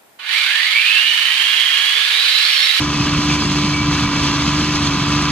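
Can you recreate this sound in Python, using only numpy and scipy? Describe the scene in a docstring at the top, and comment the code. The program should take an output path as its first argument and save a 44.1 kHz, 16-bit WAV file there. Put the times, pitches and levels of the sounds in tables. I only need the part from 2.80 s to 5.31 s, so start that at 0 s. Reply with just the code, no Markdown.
"""A diesel ballast machine works along a railway track some way off, its engine running fast.
The exhaust drones and the block clatters, both as wavering multiples of one engine cycle.
Shaped noise gives an uneven low rumble and the rush of ballast; short noisy rings are single stones.
Faint whines hold on and a metal part squeals on and off, as narrow tones.
Two closely spaced microphone ports pick it up, with diffuse scatter from the trees and air on the ports."""
import sys
import numpy as np
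from scipy import signal
from scipy.fft import rfft, irfft, next_fast_len
from scipy.io import wavfile

SR = 44100
rng = np.random.default_rng(int(sys.argv[2]) if len(sys.argv) > 2 else 0)


def file_out(sig):
    """Save sig as 16-bit WAV at sys.argv[1]."""
    # one column per channel
    cols = np.atleast_2d(sig).T
    # limit, then scale
    lim = np.clip(cols, -1, 1)
    pcm = np.round(lim * 32767).astype(np.int16)
    wavfile.write(sys.argv[1], SR, pcm)


N = 110691

# Faint whines of the machinery: f/Hz, width f/Hz (sets wander and flutter), level/dB
WHINES = [(1965, 12, -47), (2287, 7, -40), (2324, 8, -42.5), (2552, 16, -42), (2635, 30, -45),
          (4084, 30, -47), (4761, 12, -43)]
# Engine speed: t/s, working cycle rate f/Hz
ENGINE_SPEED = [(0.0, 24.64), (0.1, 24.52), (0.22, 24.15), (0.38, 24.38), (0.5, 24.63), (0.68, 24.35),
                (0.93, 24.6), (1.08, 24.44), (1.25, 24.12), (1.55, 24.02), (1.66, 24.23), (1.78, 24.71),
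                (1.9, 24.78), (2.1, 23.84), (2.2, 24.0), (2.32, 24.44), (2.51, 24.42)]
# Exhaust lines: multiple of the cycle rate, level/dB before the load changes
EXHAUST_LINES = [(3, -32), (4, -40), (6, -25.5), (7, -32), (8, -38), (9, -36), (10, -44), (12, -22.5),
                 (15, -39.5)]
# Exhaust drone as the load changes: t/s, gain level/dB
DRONE_LEVEL = [(0, -.5), (.2, -1), (.42, .5), (.5, 2.3), (.57, .3), (.66, -2), (.74, 1), (1.0, 0),
               (1.09, 2.2), (1.2, .3), (1.32, -2.8), (1.42, -.8), (1.52, -2.6), (1.7, 0), (1.8, 2),
               (1.87, -.6), (2.02, 0), (2.22, -2), (2.37, 1.3), (2.51, -.3)]
# Noisy knocking of the block, relative spectrum: f/Hz, level/dB per Hz
KNOCK_SPECTRUM = [(300, -37), (500, -9.5), (800, -12), (1000, -11.5), (1250, 0.5), (1600, -3), (2200, -7),
                  (4000, -6), (9000, -67)]
# Throb of the knocking: multiple of the cycle rate, depth (in the natural log of the gain)
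KNOCK_THROB = [(1, 0.06), (3, 0.21), (7, 0.32), (10, 0.33)]
# Rise and fall of the clatter: t/s, gain level/dB
CLATTER_LEVEL = [(0, -3), (.35, 1.5), (.45, -2), (.8, -1.5), (.97, -4), (1.12, 1), (1.4, 1.5), (1.68, 2),
                 (1.87, -2), (2.15, 1), (2.42, 3)]
# Whining lines of the engine block: multiple of the cycle rate, level/dB before resonance and clatter level
BLOCK_LINES = [(36, -48), (38, -43), (39, -45.5), (40, -47), (41, -40.5), (42, -41.5), (44, -41.5),
               (45, -42.5), (47, -46), (48, -38.5), (49, -43), (51, -41), (52, -43.5), (53, -47), (55, -46),
               (56, -44.5), (59, -44.5), (60, -47), (66, -45), (67, -47)]
# Block resonances the lines slide across: f/Hz, half-width f/Hz, boost level/dB
BLOCK_RINGS = [(1006, 12, 9.5), (1077, 10, 3.5), (1174, 12, 5), (1249, 12, 3)]
# Low rumble, relative spectrum: f/Hz, level/dB per Hz
RUMBLE_SPECTRUM = [(15, -34), (30, -13), (55, -4), (95, -1), (150, 0), (200, -2.5), (260, -2), (320, -4.5),
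                   (420, -14.5), (600, -35), (1500, -65)]
# Unevenness of the rumble: t/s, level/dB before RUMBLE_DB
RUMBLE_LEVEL = [(0, -24.5), (.3, -21.5), (.55, -24), (.78, -25.5), (.95, -24.5), (1.15, -22.5), (1.4, -20),
                (1.75, -24), (1.93, -26), (2.03, -22), (2.3, -23), (2.51, -25)]
# Dull surges in the rumble: peak t/s, length t/s, centre f/Hz, level/dB before SURGE_DB
SURGES = [(.02, .06, 130, -21), (.205, .05, 210, -20), (.225, .08, 105, -20), (.38, .09, 160, -15.5),
          (.64, .08, 245, -18.5), (.67, .06, 125, -21), (.715, .07, 160, -17), (.85, .09, 150, -17),
          (.93, .12, 100, -22.5), (1.02, .07, 125, -18), (1.08, .06, 175, -21), (1.245, .08, 150, -15),
          (1.67, .08, 180, -18.5), (1.81, .08, 205, -18), (2.08, .06, 85, -23), (2.16, .06, 150, -20),
          (2.22, .08, 125, -17)]
# Rush of stones and machinery, relative spectrum: f/Hz, level/dB per Hz
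RUSH_SPECTRUM = [(200, -13), (450, -6.5), (750, -4.5), (1000, -5.5), (1250, -6.5), (1500, -6), (1650, -4),
                 (1850, -6.5), (2100, -6.5), (2240, 0), (2430, -7), (2560, 2.5), (2850, -2), (3300, 0.5),
                 (3580, 0), (3760, -8.5), (3920, -1.5), (4280, 0), (4450, -4.5), (4800, -2.5), (5100, -1),
                 (5600, -3.5), (6400, -5), (7300, -13.5), (8050, -7.5), (8500, -32), (9800, -16),
                 (11000, -40.5), (15000, -36.5)]
# Rise and fall of the rush: t/s, level/dB before the rush and rattle gains
RUSH_LEVEL = [(0, -23.5), (.09, -25), (.17, -23), (.3, -22.5), (.45, -23), (.53, -21.5), (.58, -24),
              (.63, -22), (.67, -25), (.7, -22.5), (.78, -22.5), (.9, -24), (.99, -24.5), (1.1, -24),
              (1.19, -22), (1.31, -25), (1.38, -22.5), (1.55, -22), (1.66, -22.8), (1.79, -22),
              (1.87, -23.5), (1.95, -22), (2.0, -24), (2.05, -22), (2.13, -24), (2.36, -22.5), (2.51, -24)]
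# Spills of stones swelling out of the rush: peak t/s, length t/s, rise level/dB
SPILLS = [(.555, .04, 3), (1.137, .055, 3.8), (1.455, .08, 2.6), (1.82, .05, 3), (2.07, .055, 3.2)]
# Air on the ports and rush scattered by the trees, relative spectrum: f/Hz, level/dB per Hz
SCATTER_SPECTRUM = [(20, -2), (60, 5), (125, 4), (250, -31), (500, -12), (1200, -1.5), (3000, 6), (4500, 5),
                    (6200, -10.5), (8100, -26), (8700, -63), (10000, -36), (12500, -14.5), (15000, -49)]
# Squeals of rubbing metal: start t/s, length t/s, pitch f/Hz, level/dB before the fade
SQUEALS = [(.138, .02, 2570, -24), (.165, .08, 2551, -31), (.492, .026, 2312, -25),
           (.52, .024, 2316, -25.5), (.548, .02, 2318, -27), (.572, .022, 2326, -28.5),
           (.475, .22, 4761, -35), (.928, .034, 2281, -21.5), (.96, .07, 2288, -24.5),
           (1.13, .075, 2284, -29), (1.236, .04, 2290, -30), (1.3, .09, 2292, -31.5), (1.7, .12, 4761, -37)]
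# The two microphone ports: f/Hz, left minus right level/dB, left lead (radians)
PORTS = [(900, -0.2, 0.15), (1500, -0.8, 0.26), (2660, 0, 0.39), (3320, -8, 0.71), (4100, -4.5, 1.53),
         (4694, -13, 1.7), (4990, 0, 3.6), (5360, 5.5, 3.2), (5900, 9, 2.5), (5860, 30, 2), (6710, -1, 1.2),
         (7100, 5, 2.3), (7000, -5, 1.8), (8200, -2.5, 2.77), (10100, 2, 2.5), (12000, 0, 1.05)]

# gains in dB
KNOCK_DB, RUMBLE_DB, SURGE_DB, RUSH_DB, RATTLE_DB, SCATTER_DB = -31, -4, -3, -1, -7, -32.5
# surge band: spread in octaves, low cut in Hz
SURGE_OCTAVES, SURGE_LOW_HZ = .45, 85
# stones: average number per second, mean rise in dB before a cap, time to ring down 60 dB
STONES_PER_S, STONE_SPREAD_DB, STONE_T60_S = 800, 3.8, .016
# squeals: onset, change in level over the length, ending
SQUEAL_ATTACK_S, SQUEAL_FADE_DB, SQUEAL_RELEASE_S = .007, -3, .01
# below PORTS_ALIKE_HZ the ports hear the machine alike; CUTOFF_HZ is the recorder's upper limit
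PORTS_ALIKE_HZ, CUTOFF_HZ = 450, 15500


def amp(db):
    """Decibels to gain."""
    return 10 ** (np.asarray(db) / 20)


def unit(x):
    """Scales to rms 1."""
    return x / np.sqrt(np.mean(abs(x) ** 2) + 1e-20)


def curve(points):
    """A control curve, one value per sample."""
    return np.interp(np.arange(N) / SR, *np.transpose(points))


def read(points, hz, axis=1):
    """Reads one column of a table on a log-frequency axis."""
    table = np.transpose(points)
    return np.interp(np.log(hz + 1), np.log(table[0] + 1), table[axis])


def colour(x, points):
    """Filters a sound by a spectrum table, to rms 1."""
    gain = amp(read(points, np.fft.rfftfreq(N, 1 / SR)))
    return unit(irfft(rfft(x) * gain, N))


def drift(rate_hz):
    """Chance wandering at rms 1, low-passed at rate_hz."""
    count = 2048
    hz = np.fft.rfftfreq(count, N / SR / count)
    lowpass = 1 / np.sqrt(1 + (hz / rate_hz) ** 4)
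    slow = irfft(rfft(rng.standard_normal(count)) * lowpass)
    return unit(np.interp(np.linspace(0, count - 1, N), np.arange(count), slow))


def swell(peak, length):
    """A smooth rise and fall around one moment, height 1."""
    position = (np.arange(N) / SR - peak) / length
    return np.cos(np.pi * np.clip(position, -.5, .5)) ** 2


def lines(table, cycles, waver, waver_hz, slip):
    """Multiples of the engine cycle, each wavering in strength and timing (slip in radians rms)."""
    out = np.zeros(N)
    for multiple, db in table:
        strength = np.sqrt(2) * amp(db) * (1 + waver * drift(waver_hz))
        phase = 2 * np.pi * (round(multiple) * cycles + rng.random())
        out += strength * np.cos(phase + slip * drift(waver_hz))
    return out


def whines(flutter=.45):
    """Machinery whines as narrow tones, unsteady in pitch and strength."""
    out = np.zeros(N)
    for hz, width, db in WHINES:
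        strength = np.sqrt(2) * amp(db) * unit(1 + flutter * drift(width))
        pitch = hz + width * drift(2 * width) / 2
        out += strength * np.cos(2 * np.pi * (np.cumsum(pitch) / SR + rng.random()))
    return out


def exhaust(cycles):
    """Exhaust pulses repeat with the engine cycle; their harmonics make a drone that follows the load."""
    return amp(curve(DRONE_LEVEL)) * lines(EXHAUST_LINES, cycles, waver=0.1, waver_hz=13, slip=0.018)


def block_knocks(cycles):
    """Noise of the block, throbbing in step with the engine cycle."""
    log_gain = np.zeros(N)
    for multiple, depth in KNOCK_THROB:
        log_gain += depth * np.cos(2 * np.pi * (round(multiple) * cycles + rng.random()))
    knocks = colour(np.exp(log_gain) * rng.standard_normal(N), KNOCK_SPECTRUM)
    return amp(KNOCK_DB + curve(CLATTER_LEVEL)) * knocks


def block_lines(speed, cycles, follow=0.73):
    """High multiples of the cycle rate bend with the speed and swell as they cross the block's resonances."""
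    out = np.zeros(N)
    for multiple, db in BLOCK_LINES:
        ring_db = sum(boost / (1 + ((round(multiple) * speed - hz) / width) ** 2)
                      for hz, width, boost in BLOCK_RINGS)
        level = db + ring_db + follow * curve(CLATTER_LEVEL)
        out += amp(level) * lines([(multiple, 0)], cycles, waver=0.27, waver_hz=20, slip=0.18)
    return out


def engine():
    """Exhaust drone and block clatter, all locked to the same engine cycle."""
    speed = curve(ENGINE_SPEED)
    cycles = np.cumsum(speed) / SR
    return exhaust(cycles) + block_knocks(cycles) + block_lines(speed, cycles)


def rumble():
    """Uneven low roar of the working machine, as shaped noise."""
    return amp(RUMBLE_DB + curve(RUMBLE_LEVEL)) * colour(rng.standard_normal(N), RUMBLE_SPECTRUM)


def surges():
    """Short dull bursts of banded roar as the machine works against the ballast."""
    size = next_fast_len(N)
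    octave = np.log2(np.fft.rfftfreq(size, 1 / SR) + 1)
    low_cut = 1 / (1 + (SURGE_LOW_HZ / 2 ** octave) ** 4)
    out = np.zeros(N)
    for peak, length, hz, db in SURGES:
        band = low_cut * np.exp(-.5 * ((octave - np.log2(hz)) / SURGE_OCTAVES) ** 2)
        # random phases turn the band into steady noise
        roar = irfft(band * np.exp(2j * np.pi * rng.random(len(band))), size)[:N]
        shape = swell(peak, length)
        out += amp(SURGE_DB + db) * unit(shape * roar) * np.sqrt(np.mean(shape ** 2))
    return out


def stone_rattle(count=28, low_hz=1500, high_hz=9000):
    """Single stones strike at random, each a brief noisy ring at one of several pitches."""
    t = np.arange(2048) / SR
    fade = np.exp(-np.log(1000) * t / STONE_T60_S)
    kind = rng.integers(0, count, N)
    struck = rng.random(N) < STONES_PER_S / SR
    hits = struck * amp(STONE_SPREAD_DB * np.minimum(rng.exponential(1, N), 4))
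    rattle = np.zeros(N)
    for k, hz in enumerate(np.geomspace(low_hz, high_hz, count)):
        ring = np.sin(2 * np.pi * hz * t) + rng.standard_normal(len(t))
        rattle += signal.oaconvolve(hits * (kind == k), ring * fade)[:N]
    return rattle


def stones(flicker_db=0.84, flicker_hz=18):
    """A dense rush of tumbling ballast as shaped noise, with single stones clicking out of it."""
    rattle = stone_rattle()
    rush = amp(RUSH_DB) * colour(rng.standard_normal(N), RUSH_SPECTRUM)
    rush += amp(RATTLE_DB) * colour(rattle, RUSH_SPECTRUM)
    spills_db = sum(db * swell(peak, length) for peak, length, db in SPILLS)
    return rush * amp(curve(RUSH_LEVEL) + spills_db + flicker_db * drift(flicker_hz))


def scatter():
    """Diffuse noise, independent at each port, that follows the rush of the stones."""
    follow = unit(amp(curve(RUSH_LEVEL)))
    pair = np.array([colour(noise, SCATTER_SPECTRUM) for noise in rng.standard_normal((2, N))])
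    return amp(SCATTER_DB) * follow * pair


def squeals(flutter=0.13, flutter_hz=60, waver_hz=10):
    """Rubbing metal catches suddenly, sings a wavering tone and fades."""
    out = np.zeros(N)
    for start, length, hz, db in SQUEALS:
        t = np.clip(np.arange(N) / SR - start, 0, length)
        gate = np.minimum(np.minimum(t / SQUEAL_ATTACK_S, (length - t) / SQUEAL_RELEASE_S), 1)
        pitch = hz + waver_hz * drift(flutter_hz)
        tone = np.sqrt(2) * np.sin(2 * np.pi * np.cumsum(pitch) / SR)
        strength = amp(db + SQUEAL_FADE_DB * t / length) * (1 + flutter * drift(flutter_hz))
        out += gate * strength * tone
    return out


def ports(x):
    """Each port hears the machine with its own colour and phase, at the same summed power."""
    hz = np.fft.rfftfreq(2 * N, 1 / SR)
    table = [(PORTS_ALIKE_HZ, 0, 0)] + PORTS
    ratio = amp(read(table, hz, axis=1))
    lead = read(table, hz, axis=2)
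    pair = np.array([ratio * np.exp(.5j * lead), np.exp(-.5j * lead)])
    even_power = np.sqrt(2 / (1 + ratio ** 2))
    return irfft(rfft(x, 2 * N) * pair * even_power)[:, :N]


def scene():
    """The whole machine through one port response, plus diffuse scatter."""
    machine = whines() + engine() + rumble() + surges() + stones() + squeals()
    return ports(machine) + scatter()


def record(dry):
    """The recorder's band limit, a linear-phase low-pass."""
    lowpass = signal.firwin(511, CUTOFF_HZ, window=("kaiser", 9), fs=SR)
    return signal.oaconvolve(dry, lowpass[None], "same")


dry = scene()
out = record(dry)
file_out(out)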